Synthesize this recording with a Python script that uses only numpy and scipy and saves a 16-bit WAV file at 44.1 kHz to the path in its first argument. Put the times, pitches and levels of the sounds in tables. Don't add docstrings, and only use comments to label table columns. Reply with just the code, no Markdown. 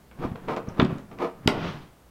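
import sys
import numpy as np
from scipy import signal
from scipy.fft import rfft, irfft
from scipy.io import wavfile
from scipy.ndimage import uniform_filter1d, minimum_filter1d

SR = 44100
rng = np.random.default_rng(int(sys.argv[2]) if len(sys.argv) > 2 else 0)


def store_pcm(level_fs):
    pcm = np.round(np.clip(level_fs, -1, 1) * 32767).astype(np.int16)
    wavfile.write(sys.argv[1], SR, np.atleast_2d(pcm).T)


N = 92610
T = np.arange(N) / SR

# frequency_hz, gain_db
AIR_SPECTRUM = [(20, -17.5), (42, 5), (61, 17), (80, 4), (160, -2), (400, -1.5), (1000, -7), (2500, -16),
                (6000, -20), (15000, -22)]
# time_s, level_db
FLEX_LEVELS = [(0, -58), (.14, -61.5), (.2, -35.5), (.27, -34.5), (.36, -49), (.45, -40.5), (.62, -48),
               (.73, -42), (.78, -38.5), (.94, -36.5), (1.06, -52.5), (1.14, -47), (1.3, -56.5),
               (1.42, -47.5), (1.55, -18.5), (1.67, -34.5), (1.78, -43), (1.95, -60.5), (2.1, -61)]
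# frequency_hz, gain_db
FLEX_SPECTRUM = [(20, 4.5), (60, -16), (110, 4), (165, 6.5), (260, 0), (450, -9), (1200, -14),
                 (3000, -28.5), (8000, -48)]
# start_s, level_db, treble_edge_hz
RIM_KNOCKS = [(.113, -44.5, 3500), (.237, -31, 1667), (0.316, -42.5, 3000), (0.358, -39, 3800),
              (.484, -29, 3500), (0.564, -30, 5708), (.577, -32, 1701), (0.8165, -22.5, 4000),
              (.829, -27, 4500), (0.849, -26.5, 4737), (0.896, -37.5, 4000), (0.983, -42.5, 7000),
              (1.114, -46.5, 3500), (1.187, -36, 4540), (1.475, 1, 5500)]
# frequency_hz, gain_db
KNOCK_SPECTRUM = [(60, -13), (200, 3), (450, 1), (800, -4.5), (1250, -1), (2200, -6.5), (3400, -6),
                  (4800, -11.5), (7000, -5.5), (15000, -24.5)]
# frequency_hz, t60_s
KNOCK_DECAY = [(150, 0.11706), (600, 0.23603), (1500, 0.0628), (3500, 0.02535), (7000, 0.008794),
               (15000, .03)]
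# frequency_hz, gain_db
EARLY_SPECTRUM = [(50, -12.5), (250, 5.5), (4000, 1.5), (8000, 4)]
# frequency_hz, t60_s
ROOM_DECAY = [(100, 0.4541), (300, 0.4468), (1000, 0.4727), (3000, 0.4036), (5500, 0.286), (8000, 0.0003),
              (15000, 0.2105)]
# frequency_hz, gain_db
ROOM_SPECTRUM = [(40, -15), (150, -13), (400, -10.5), (1000, -14), (2500, -11.5), (5000, -16.5),
                 (7500, -12.5), (15000, -17)]
# start_s, rise_s, hold_s, fall_s, force_db
RIM_SCRAPES = [(0.183, .055, 0.016912, 0.004667, -33.5), (0.35, 0.0024, 0.00848, 0.00934, -43.5),
               (0.466, 0.015466, 0.05648, 0.01453, -32.5), (0.565, 0.004775, 0.003617, 0.008587, -30),
               (0.65, 0.02593, 0.03259, 0.02088, -46.5), (0.756, 0.03246, 0.0415, 0.02157, -34),
               (0.884, .008, 0.0082, 0.016, -43), (1.108, .006, 0.0062, .025, -46),
               (1.167, 0.049747, 0.025969, 0.028318, -29.5)]
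# frequency_hz, gain_db
SCRAPE_SPECTRUM = [(50, -52), (150, 7), (330, 8.5), (700, 0.5), (1300, -4.5), (1750, -10), (2300, -16),
                   (3500, -19.5), (5500, -27.5), (8000, -39), (15000, -42)]
# pitch_hz, width_hz, relative_db
PANEL_MODES = [(362.1, 28.37, -2), (474.97, 31.7, 4.5), (609.04, 28, -2.5), (660.69, 18, -0.5),
               (768.74, 47.03, 1.5), (917.72, 90, 0), (1030.9, 45.3, 2.5), (1183.6, 49, 3.5),
               (1249.6, 57, -4.5), (2298.6, 160, 4.5)]
# centre_s, level_db, half_width_ms, box_drive_db
SHELL_BUCKLES = [(0.2527, -21.5, 1.1522, -9), (0.3192, -23.5, 1.3339, -2), (0.6844, -24.5, 1.2245, 0.5),
                 (.796, -13.5, 0.9721, 3), (0.8159, -27, 1.2, -4.5), (0.8279, -11, 0.8525, 14),
                 (0.8415, -14, 0.9134, 2), (0.852, -23.5, 0.7144, -6), (0.9288, -26.5, 1.2867, 6.5),
                 (1.4618, -18, 1.038, 1), (1.4786, 4.5, 0.7904, -4), (1.67, -27.5, 1.5694, -7.5)]
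# pitch_hz, relative_db, t60_s
HOLLOW_MODES = [(106.77, -26.5, 0.19), (139.91, -26, 0.34), (172.48, -21.5, .35), (210.83, -25.5, 0.32),
                (257.74, -14, 0.1779), (322.26, -25.5, 0.089), (370.17, -19, 0.1664), (478, -29.5, .13)]
# frequency_hz, gain_db
SEAT_SPECTRUM = [(60, -15), (220, 0), (450, 6), (800, 2), (1350, 3.5), (1800, -4), (2250, 5), (2900, -5.5),
                 (3500, 2), (4500, -4), (5500, -17), (7000, -26.5), (8000, -36), (15000, -43.5)]
# frequency_hz, t60_s
SEAT_DECAY = [(200, 0.18), (700, 0.09567), (1500, 0.0445), (3000, 0.03519), (4500, 0.01569),
              (7000, 0.01404)]
# start_s, level_db, bass_edge_hz, treble_edge_hz
LATCH_CLICKS = [(0.8287, -52, 8360, 13000), (0.847, -38, 2705, 8987), (0.9595, -67.5, 5430, 8980),
                (1.4747, -2, 1528, 13560)]
# pitch_hz, width_hz, relative_db
LATCH_MODES = [(2038.8, 140, 10), (2965.8, 738, 6), (3880.9, 76.67, 7.5), (4732.2, 406.8, 3),
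               (5700, 400, -4.5), (7631.5, 300, -14.5), (9020, 200, -13), (10617, 670, -37.5),
               (13900, 710, -31)]
# frequency_hz, gain_db
SLIDE_SPECTRUM = [(30, -1), (60, -5), (160, 5), (450, 1.5), (800, 2), (1200, 6), (1900, -2), (3300, -2.5),
                  (4100, -8.5), (4750, -10), (6000, -16), (7500, -29.5), (15000, -56)]


def amp(db):
    return 10 ** (np.asarray(db) / 20)


def unit_rms(x):
    return x / np.sqrt(np.mean(x ** 2) + 1e-20)


def curve_at(points, hz):
    frequencies, values = np.transpose(points)
    return np.interp(np.log(hz + 1), np.log(frequencies), values)


def add(mix, start_s, sound):
    part = mix[max(round(start_s * SR), 0):][:len(sound)]
    part += sound[:len(part)]


def noise(size):
    phases = np.exp(2j * np.pi * rng.random(size // 2 + 1))
    return unit_rms(irfft(phases, size))


def colour(x, spectrum):
    hz = abs(np.fft.fftfreq(8192, 1 / SR))
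    log_gain = np.log(amp(curve_at(spectrum, hz)))
    taps = np.fft.ifft(np.exp(np.conj(signal.hilbert(log_gain)))).real
    return signal.fftconvolve(x, taps[:len(hz) // 2])[:len(x)]


def coloured_noise(size, spectrum):
    return unit_rms(colour(noise(size), spectrum))


def butterworth(x, kind, edge_hz):
    return signal.sosfilt(signal.butter(4, edge_hz, kind, fs=SR, output="sos"), x)


def resonate(x, pitch_hz, width_hz):
    radius = np.exp(-np.pi * width_hz / SR)
    pole = radius * np.exp(2j * np.pi * pitch_hz / SR)
    return 2 * signal.lfilter([1 - radius], [1, -pole], x + 1e-18).real


def decay(size, t60_s):
    return np.exp(-np.log(1000) * T[:size] / t60_s)


def decay_bands(x, decays):
    hz, spectrum = np.fft.rfftfreq(len(x), 1 / SR), rfft(x)
    centres_hz, t60s = np.transpose(decays)
    out = np.zeros(len(x))
    for share, t60_s in zip(np.eye(len(decays)), t60s):
        band_gain = curve_at(np.c_[centres_hz, share], hz)
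        out += irfft(spectrum * band_gain, len(x)) * decay(len(x), t60_s)
    return out


def still_air(level_db=-56.5):
    return amp(level_db) * coloured_noise(N, AIR_SPECTRUM)


def shell_flex():
    level_db = np.interp(T, *np.transpose(FLEX_LEVELS))
    return amp(level_db) * coloured_noise(N, FLEX_SPECTRUM)


def rim_knocks():
    out = np.zeros(N)
    for start_s, level_db, treble_edge_hz in RIM_KNOCKS:
        ring = decay_bands(coloured_noise(8192, KNOCK_SPECTRUM), KNOCK_DECAY)
        add(out, start_s, amp(level_db) * butterworth(ring, "lowpass", treble_edge_hz))
    return out


def garage_echoes(x, early_delay_s=.007, late_delay_s=.012):
    late = decay_bands(noise(SR), ROOM_DECAY)
    early = noise(SR) * decay(SR, t60_s=.16692)
    response = np.zeros(SR)
    add(response, late_delay_s, colour(late / np.linalg.norm(late), ROOM_SPECTRUM))
    add(response, early_delay_s, amp(-8.5) * colour(early / np.linalg.norm(early), EARLY_SPECTRUM))
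    return signal.fftconvolve(x, response)[:N]


def rim_scrapes(slips_per_s=420, slip_spread_db=2.5, grit=.56275):
    force = np.zeros(N)
    for start_s, rise_s, hold_s, fall_s, force_db in RIM_SCRAPES:
        rise = np.clip((T - start_s) / rise_s, 0, 1) ** 2.3546
        fall = np.exp(-np.maximum(T - start_s - rise_s - hold_s, 0) / fall_s)
        force += amp(force_db) * rise * fall
    speed = np.exp(.66 * unit_rms(uniform_filter1d(noise(N), size=80)))
    slip_count = np.floor(np.cumsum(speed) * slips_per_s / SR)
    slips = np.diff(slip_count, prepend=0) * amp(slip_spread_db * np.clip(noise(N), -2, 2))
    friction = unit_rms(slips - slips.mean()) + grit * noise(N)
    rub = force * unit_rms(colour(friction, SCRAPE_SPECTRUM))
    panels = sum(amp(db) * resonate(rub, hz, width_hz) for hz, width_hz, db in PANEL_MODES)
    return amp(-1.5) * (rub + amp(3) * panels)


def shell_thumps():
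    pressure, box_drive = np.zeros(N), np.zeros(N)
    for centre_s, level_db, half_width_ms, box_drive_db in SHELL_BUCKLES:
        offset = (T - centre_s) * 1000 / half_width_ms
        pulse = amp(level_db) * offset * np.exp((1 - offset ** 2) / 2)
        pressure += pulse
        box_drive += amp(box_drive_db) * pulse
    box = sum(amp(db) * np.cos(2 * np.pi * hz * T) * decay(N, t60_s) for hz, db, t60_s in HOLLOW_MODES)
    return pressure + amp(-38) * signal.fftconvolve(box_drive, box)[:N]


def rim_squeak(centre_s=.6897, half_width_s=.002182, pitch_hz=5780, sag_hz_per_s=302000, level_db=-43.5):
    t = T - centre_s
    envelope = amp(level_db) * np.exp(-(t / half_width_s) ** 2)
    return envelope * np.sin(2 * np.pi * t * (pitch_hz - sag_hz_per_s * t / 2))


def lid_seating(start_s=.7975, rise_s=.002, level_db=-11.5):
    out = np.zeros(N)
    crack = decay_bands(coloured_noise(8192, SEAT_SPECTRUM), SEAT_DECAY)
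    attack = np.minimum(T[:len(crack)] / rise_s, 1)
    add(out, start_s, amp(level_db) * crack * attack)
    return out


def latch_clicks(smear_s=.0030505):
    out = np.zeros(N)
    for start_s, level_db, bass_edge_hz, treble_edge_hz in LATCH_CLICKS:
        wander = unit_rms(uniform_filter1d(noise(2048), size=50))
        lag_s = smear_s * np.clip(.5 + .22003 * wander, 0, 1)
        phase = -np.pi * np.cumsum(lag_s) * SR / len(lag_s)
        chatter = irfft(np.exp(1j * phase))[:len(lag_s)]
        ring = sum((-1) ** k * amp(db) * resonate(chatter, hz, width_hz)
                   for k, (hz, width_hz, db) in enumerate(LATCH_MODES))
        ring = butterworth(ring, "highpass", bass_edge_hz)
        ring = butterworth(ring, "lowpass", treble_edge_hz)
        add(out, start_s, amp(level_db) * ring * np.sqrt(smear_s * SR / np.sum(ring ** 2)))
    return out


def hand_slide(start_s=1.49, peak_s=1.6461, fall_s=.07301, level_db=-33):
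    rise = np.sqrt(np.clip((T - start_s) / (peak_s - start_s), 0, 1))
    fall = np.exp(-np.maximum(T - peak_s, 0) / fall_s)
    return amp(level_db) * rise * fall * coloured_noise(N, SLIDE_SPECTRUM)


def scene():
    parts = [(shell_thumps(), -4), (rim_knocks(), 1), (lid_seating(), -4.5), (latch_clicks(), -2.5),
             (rim_scrapes() + rim_squeak(), -4.5)]
    lid = sum(direct + amp(send_db) * garage_echoes(direct) for direct, send_db in parts)
    return (lid + hand_slide() + shell_flex() + still_air())[None]


def record(dry):
    threshold_db, hold_s, recover_db_per_s = -10, .05269, 103.5
    ceiling, treble_edge_hz = .56, 15950
    power_db = 10 * np.log10(abs(uniform_filter1d(dry[0] ** 2, size=176)) + 1e-12)
    over_db = np.maximum(power_db - threshold_db, 0)
    hold_samples = int(hold_s * SR)
    held_db = -minimum_filter1d(-over_db, hold_samples, origin=(hold_samples - 1) // 2)
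    recovery_db = recover_db_per_s * T
    duck_db = np.maximum.accumulate(held_db + recovery_db) - recovery_db
    ducked = dry * amp(-uniform_filter1d(duck_db, size=44))
    rounded = ducked / (1 + (ducked / ceiling) ** 8) ** (1 / 8)
    lowpass = signal.firwin(511, treble_edge_hz, window=("kaiser", 9), fs=SR)
    return signal.oaconvolve(rounded, lowpass[None], "same")


dry = scene()
out = record(dry)
store_pcm(out)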